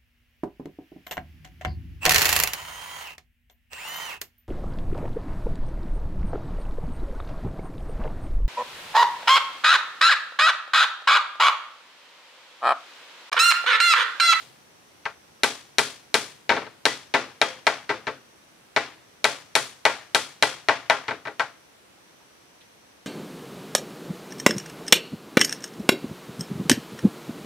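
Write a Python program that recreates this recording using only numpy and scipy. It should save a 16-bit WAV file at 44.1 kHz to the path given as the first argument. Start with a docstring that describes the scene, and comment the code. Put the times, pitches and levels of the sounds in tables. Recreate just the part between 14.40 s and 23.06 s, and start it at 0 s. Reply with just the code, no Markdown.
"""A steel hammer knocks on a roof of split bamboo at arm's length, in two runs of blows that end in loose taps.
Each blow adds a sharp crack, the ring of hollow culms (bamboo stems) and a shudder of the roof, built from
decaying sine waves and filtered noise. A weaker ring lingers under the eaves, and loose strips clap back.
Behind it, narrow bands of noise make a thin insect trill and a far hum, and broad noise a quiet outdoor hush."""
import sys
import numpy as np
from scipy import signal
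from scipy.fft import rfft, irfft, next_fast_len
from scipy.io import wavfile

SR = 44100
rng = np.random.default_rng(int(sys.argv[2]) if len(sys.argv) > 2 else 0)


def transcribe(u):
    """Save the signal u as a 16-bit wav file named by the first command-line argument.

    u: samples, shape (n,) or (channels, n), limited to [-1, 1]; the rate is SR.
    q: integer samples, one column per channel.
    """
    v = np.clip(np.atleast_2d(u).T, -1, 1)
    q = np.round(v * 32767).astype(np.int16)
    wavfile.write(sys.argv[1], SR, q)


N = 381906  # samples in the scene
RING = 22000  # samples in one ring
AGE = np.arange(RING) / SR  # seconds since a ring began


def undb(db):
    """Turn decibels into gain."""
    return 10 ** (np.asarray(db) / 20)


def unit(x):
    """Scale a sound so that the average of its channels has an energy of one."""
    mono = np.atleast_2d(x).mean(axis=0)
    return x / np.sqrt(np.sum(mono ** 2))


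def fade(t60):
    """Exponential decay over one ring; it falls by 60 dB in t60 seconds."""
    return np.exp(-np.log(1000) * AGE / t60)


def colour(x, points):
    """Filter a sound through (hz, db) points without any sound ahead of its start (minimum phase)."""
    size = next_fast_len(2 * x.shape[-1])
    size += size % 2
    hz, db = np.transpose(points)
    bin_hz = np.arange(size // 2 + 1) * SR / size
    gain_db = np.interp(np.log(bin_hz + 1), np.log(hz), db)
    # folding the cepstrum (the spectrum of the log gain) forward in time gives the matching phase
    cepstrum = irfft(np.log(undb(gain_db)))
    cepstrum[1:size // 2] *= 2
    cepstrum[size // 2 + 1:] = 0
    response = np.exp(rfft(cepstrum))
    return irfft(rfft(x, size) * response)[..., :x.shape[-1]]


def diffuse(size, apart_hz):
    """Noise from all around: more alike in both channels in the bass, unrelated above apart_hz."""
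    mid, side = rng.standard_normal((2, size))
    side = colour(side, [(apart_hz / 10, -14), (apart_hz, 0)])
    return np.array([mid + side, mid - side])


def uneven(depth_db, rate_hz):
    """Random gain over one ring, with a new target rate_hz times a second."""
    targets = rng.standard_normal(RING)
    return undb(depth_db * np.interp(AGE * rate_hz, np.arange(RING), targets))


def add(track, s, sound):
    """Mix a sound into the track at time s in seconds."""
    start = max(int(s * SR), 0)
    part = sound[..., :N - start]
    track[:, start:start + part.shape[-1]] += part


def hammering(culms_db=-3.0, contact_db=-5.0, steel_db=-18.5, roof_db=-5, eaves_db=-11, frame_db=-26,
              rest_t60=2.36, renewed=0.76, opening_db=-11, full_blow_db=15, left_over_right_db=4):
    """Every blow excites the same roof; a hard, square hit is brighter than a glancing tap."""
    out = np.zeros((2, N))
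    roof, eaves = shudder(), linger()
    for s, db, tone, crack_db, ring_db in strikes():
        contact = undb(crack_db) * (undb(contact_db) * crack() + undb(steel_db) * steel())
        # the roof answers each blow alike, but its loose strips never settle in quite the same way
        body = undb(culms_db) * culms() + undb(roof_db) * unit(roof + renewed * shudder())
        tail = undb(eaves_db + ring_db) * unit(eaves + renewed * linger())
        tail = tail + undb(frame_db) * frame_thud()
        # after a light tap the head stays on the bamboo and damps it
        damping = fade(rest_t60 * undb(db))
        blow = unit((contact + body * bloom() + tail) * damping)
        add(out, s, undb(full_blow_db + db) * colour(blow, tone))
    # an earlier blow is still dying away at the start
    fading = linger(swell_s=0.00029) + 0.19 * steel() + 0.56 * frame_thud()
    add(out, 0, undb(opening_db) * colour(fading, [(100, -7), (500, -6), (3000, -2.5)]))
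    return out * undb(np.array([[left_over_right_db], [-left_over_right_db]]) / 2)


def strikes(blow_ring_db=3, clap_crack_db=-4, clap_ring_db=5):
    """Give each blow and clap its time, strength, colour, crack and ring; aim and contact set a blow's colour."""
    # hammer blows: start_s, strength_db, hollowness_db (over the open middle of a culm),
    # dullness_db (treble lost in a glancing contact), crack_db
    blows = [(0.6543, -14, 3.5, 14, -9), (1.034, 0.5, -0.5, -0.5, 0.5), (1.3837, 0.85, -0.5, -1.5, 1),
             (1.7423, 0.5, -0.5, -1.5, 1.5), (2.0932, 1, 1.5, 17, -5), (2.4542, 1.5, 0, 3.5, 2.5),
             (2.7394, -1, 1, 11, -8), (3.0154, 0.5, 3.5, 6.5, 5), (3.268, -1, 5.5, 7.5, 0.5),
             (3.4923, -7, -1.5, 15.5, -18), (3.669, -10.5, -2, 20, -8), (4.3629, -1.1, 2.7, 13, -2.5),
             (4.8429, 0, 2.5, 1, 1), (5.153, -0.5, 1, -4, 1), (5.4526, 0, 6, 5.5, 1),
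             (5.7475, 0, 1, -1.5, 2), (6.0251, 1, 2.5, 1.5, 2.5), (6.2858, -0.5, 5.5, 13, -1),
             (6.4985, -1.5, 7, 9, 2.5), (6.6817, -10, 0, 18, -7), (6.8529, -21, -2, 18, -7),
             (6.9959, -9, 6.5, 9, -4.5)]
    # the colour of a blow; a light tap moves only the strip it lands on, so the middle stands out:
    # pitch_hz, square_full_blow_db, then change in dB per dB of hollowness, of dullness, of lost strength
    tilt = [(35, 2.5, -.2, 0, 0.5), (75, -10, -0.4, 0.66, -0.05), (131.5, 1, -0.14, -0.01, 0.56),
            (188, -5, -0.06, -0.04, 0), (268, 2, -0.35, 0.2451, -0.47), (417, 0, -0.28, 0, 0),
            (628, -3, 1.15, 0, 0), (900, -1.5, 1.04, 0, 0.21), (1360, 0.07, 0.87, -0.16, 0.5),
            (1980, -0.46, 0.71, 0, 0.14), (3930, -1, -0.03, -0.3235, 0), (5600, 1, 0, -0.41, 0),
            (9070, 0.63, 0, -1.02, 0)]
    # a loose strip claps back against its neighbour after a glancing blow: start_s, strength_db
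    claps = [(2.102, -10), (2.114, -2), (2.166, -8), (2.179, -18), (2.218, -20.5), (2.266, -23.5),
             (2.7479, -2), (3.502, -5.5), (3.677, -10), (6.709, -9.5), (6.871, -12)]
    # the colour of a clap: pitch_hz, level_db
    clap_colour = [(75, -11.5), (280, 3.5), (450, 1.5), (800, -2), (1500, -0.5), (4100, -13.5), (9000, -21)]
    for s, db, hollow, dull, crack_db in blows:
        tone = []
        for hz, square, by_hollow, by_dull, by_light in tilt:
            tone.append((hz, square + hollow * by_hollow + dull * by_dull - db * by_light))
        yield s, db, tone, crack_db, blow_ring_db
    for s, db in claps:
        yield s, db, clap_colour, clap_crack_db, clap_ring_db


def crack(detune=0.012, rise_s=0.00013, far_port=.85):
    """The first sharp snap of steel on bamboo: short sine waves that start almost at once."""
    # the hammer's contact on the hard skin of the bamboo: pitch_hz, level_db, t60_s
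    contact_modes = [(665, 0.5, 0.023), (1460, -12, 0.0094), (2258, 0.5, 0.0061), (3200, -4.5, 0.018),
                     (3790, 2.5, 0.027), (4156, 1, 0.012), (5564, -3.5, 0.011), (7150, -10, 0.017),
                     (9350, -8, 0.0092), (13900, -20, 0.0032)]
    snap = 0
    for k, (hz, db, t60) in enumerate(contact_modes):
        pitch = hz * (1 + detune * rng.standard_normal())
        wave = np.sin(2 * np.pi * pitch * AGE)
        mode = unit(wave * fade(t60) * (1 - np.exp(-AGE / rise_s)))
        # neighbouring bending modes swing in opposite directions
        snap = snap + (-1) ** k * undb(db) * mode
    return unit(np.array([snap, far_port * snap]))


def steel():
    """The hammer rings on thinly after it springs back: a few high sine waves that decay slowly."""
    # the steel head's thin after-ring: pitch_hz, level_db, t60_s
    head_modes = [(3243, 0, .42), (3360, -1, .38), (4405, -13, .3)]
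    out = 0
    for hz, db, t60 in head_modes:
        wave = np.sin(2 * np.pi * (hz * AGE + rng.random()))
        out = out + undb(db) * wave * fade(t60)
    return unit(out)


def culms(detune=0.0085, scatter_db=1.0, swell_s=0.0064, port_rad=0.35):
    """Neighbouring culms ring at slightly different pitches; each blow lands elsewhere and weights them anew."""
    # what the culms ring with: pitch_hz, level_db, t60_s
    culm_modes = [(139.5, -16.5, 0.033), (238, -16.5, 0.06), (291.7, -19, 0.35), (411.8, -4.5, 0.21),
                  (449.6, -4, 0.16), (521.4, -6, 0.27), (577.3, -7, 0.27), (639.7, -4, 0.099),
                  (680.6, -4.5, 0.27), (813.3, -2, 0.14), (876.4, -0.5, 0.14), (946, -0.5, 0.086),
                  (1060, -7.5, 0.13), (1104.5, -4.5, 0.15), (1212, -6.5, 0.14), (1325, -3, 0.073),
                  (1390, -5.5, 0.24), (1509, -2.5, 0.1), (1578, -2, 0.11), (1660, -14, 0.22),
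                  (1790, -4.5, 0.052), (1967, -2.5, 0.15), (1960, -7.5, 0.023), (2244, -4, 0.081),
                  (2410, -6, 0.16), (2663, -16.5, 0.078)]
    half = RING // 2
    out = 0
    for hz, db, t60 in culm_modes:
        pitch = hz * (1 + detune * rng.standard_normal((2, 1)))
        phase = 2 * np.pi * rng.random() + rng.standard_normal((2, 1))
        wave = np.exp(1j * (2 * np.pi * pitch * AGE[:half] + phase)).sum(axis=0)
        wave = wave * (fade(t60) * (1 - np.exp(-AGE / swell_s)))[:half]
        # each microphone port hears the pair at a slightly different phase
        ports = np.exp(1j * port_rad * rng.standard_normal((2, 1)))
        out = out + unit((ports * wave).imag) * undb(db + scatter_db * rng.standard_normal())
    return np.pad(unit(out), ((0, 0), (0, half)))


def shudder(t60=0.11, spread_s=0.025, first=0.7, chatter_db=2, rattle_hz=500):
    """The shock spreads over the strips within milliseconds; they chatter unevenly and die fast."""
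    # the roof's dense, short resonances: pitch_hz, level_db
    roof_colour = [(30, -47), (70, -8), (130, -10.5), (190, -16), (260, -3), (600, -15.5), (1000, -13),
                   (1900, -1), (2900, -5), (4200, -6.5), (6000, -16.5), (10000, -19.5), (13000, -33),
                   (16000, -43)]
    swell = first + (1 - first) * np.minimum(AGE / spread_s, 1) ** 2
    chatter = uneven(chatter_db, rattle_hz)
    return unit(colour(diffuse(RING, 7500) * swell * chatter * fade(t60), roof_colour))


def bloom(at_s=0.011, width_s=0.0024, lift_db=4):
    """The shock reaches the poles a moment after the contact, and the whole roof swells briefly."""
    return undb(lift_db * np.exp(-((AGE - at_s) / width_s) ** 2))


def linger(t60=0.49, swell_s=0.017, flutter_db=2, flutter_hz=250):
    """Poles and eaves hold a weak, longer ring that returns in uneven bursts."""
    # the ring under the eaves: pitch_hz, level_db
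    eaves_colour = [(40, -7), (90, -0.5), (190, -0.5), (300, 1.5), (800, 4), (2000, 3), (4000, 2.5),
                    (6000, -4), (10000, -10.5), (13000, -24), (16000, -58)]
    flutter = uneven(flutter_db, flutter_hz)
    swell = 1 - np.exp(-AGE / swell_s)
    return unit(colour(diffuse(RING, 6200) * flutter * swell * fade(t60), eaves_colour))


def frame_thud(hz=132, t60=0.99):
    """The pole frame hums low after a blow: decaying noise, strongest around one low pitch."""
    hump = [(hz / 4, -22), (hz / 1.84, -10), (hz, 0), (hz * 1.55, -12), (hz * 4, -35)]
    return unit(colour(diffuse(RING, 1500) * fade(t60), hump))


def touches(t60=.14, rise_s=0.0064):
    """Soft brushes of hand and sleeve on the frame: short noises, each strongest around its own pitch."""
    # faint touches as the hand withdraws: start_s, pitch_hz, level_db
    brushes = [(7.801, 960, -54), (7.894, 1500, -63), (8.015, 120, -60), (8.205, 3480, -50)]
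    out = np.zeros((2, N))
    for s, hz, db in brushes:
        brush = colour(diffuse(RING, 5000), [(hz / 4, -16), (hz, 0), (hz * 1.4, -12), (hz * 4, -45)])
        envelope = fade(t60) * np.minimum(AGE / rise_s, 1)
        add(out, s, undb(db) * brush / brush.std() * envelope)
    return out


def narrow(hz, pass_width_hz, size):
    """Separate noise for each channel, sent twice through one resonance and scaled to an rms of one."""
    b, a = signal.iirpeak(hz, hz / pass_width_hz, fs=SR)
    x = rng.standard_normal((2, size))
    for _ in range(2):
        x = signal.lfilter(b, a, x)
    return x / x.std()


def insects(trill_db=-68.5, attack_s=0.13, release_s=0.4, shrill_db=-83):
    """Insects trill in phrases on two close pitches, with a steady shriller one: narrow bands of noise."""
    # the phrases start quickly and trail off: start_s, end_s
    phrase_times = [(.08, 2.2), (2.5, 4.45), (4.55, 7.6), (7.5, 8.9)]
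    # the insects' pitches: first_hz, second_hz, shrill_hz
    first_hz, second_hz, shrill_hz = (5780, 6060, 10060)
    t = np.arange(N) / SR
    phrases = 0
    for start, end in phrase_times:
        phrases = phrases + np.clip(np.minimum((t - start) / attack_s, (end - t) / release_s), 0, 1)
    trill = narrow(first_hz, 380, N) + narrow(second_hz, 160, N) / 2
    return trill * undb(trill_db) * phrases + undb(shrill_db) * narrow(shrill_hz, 220, N)


def outdoors(hush_db=-57.5, hum_db=-75, hum_hz=329):
    """A steady hush of broad noise and a far low hum of narrow noise."""
    # the colour of the outdoor hush: pitch_hz, level_db
    hush_colour = [(25, -4), (60, 2.5), (120, 1), (300, 0.5), (450, -0.5), (600, -2.5), (1000, -4),
                   (2000, -6.5), (3400, -9.5), (5000, -12.5), (7000, -16), (10000, -16.5), (15000, -25)]
    hush = colour(diffuse(N, 500), hush_colour)
    hush = hush / hush.mean(axis=0).std() * undb(hush_db)
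    return hush + undb(hum_db) * narrow(hum_hz, 6.8, N)


def scene():
    """Hammer and surroundings."""
    return hammering() + touches() + insects() + outdoors()


def record(dry, top_hz=15500):
    """Each microphone port rolls off the bass; the recorder rounds the highest peaks and cuts the top."""
    # where each port's bass starts to fall: left_hz, right_hz
    corners = (121, 71)
    ports = []
    for x, hz in zip(dry, corners):
        bass_cut = signal.butter(2, hz, "high", fs=SR, output="sos")
        ports.append(signal.sosfilt(bass_cut, x))
    ports = np.array(ports)
    rounded = ports / (1 + ports ** 6) ** (1 / 6)
    top_cut = signal.ellip(8, .2, 70, top_hz, fs=SR, output="sos")
    return signal.sosfilt(top_cut, rounded)


dry = scene()
out = record(dry)
transcribe(out)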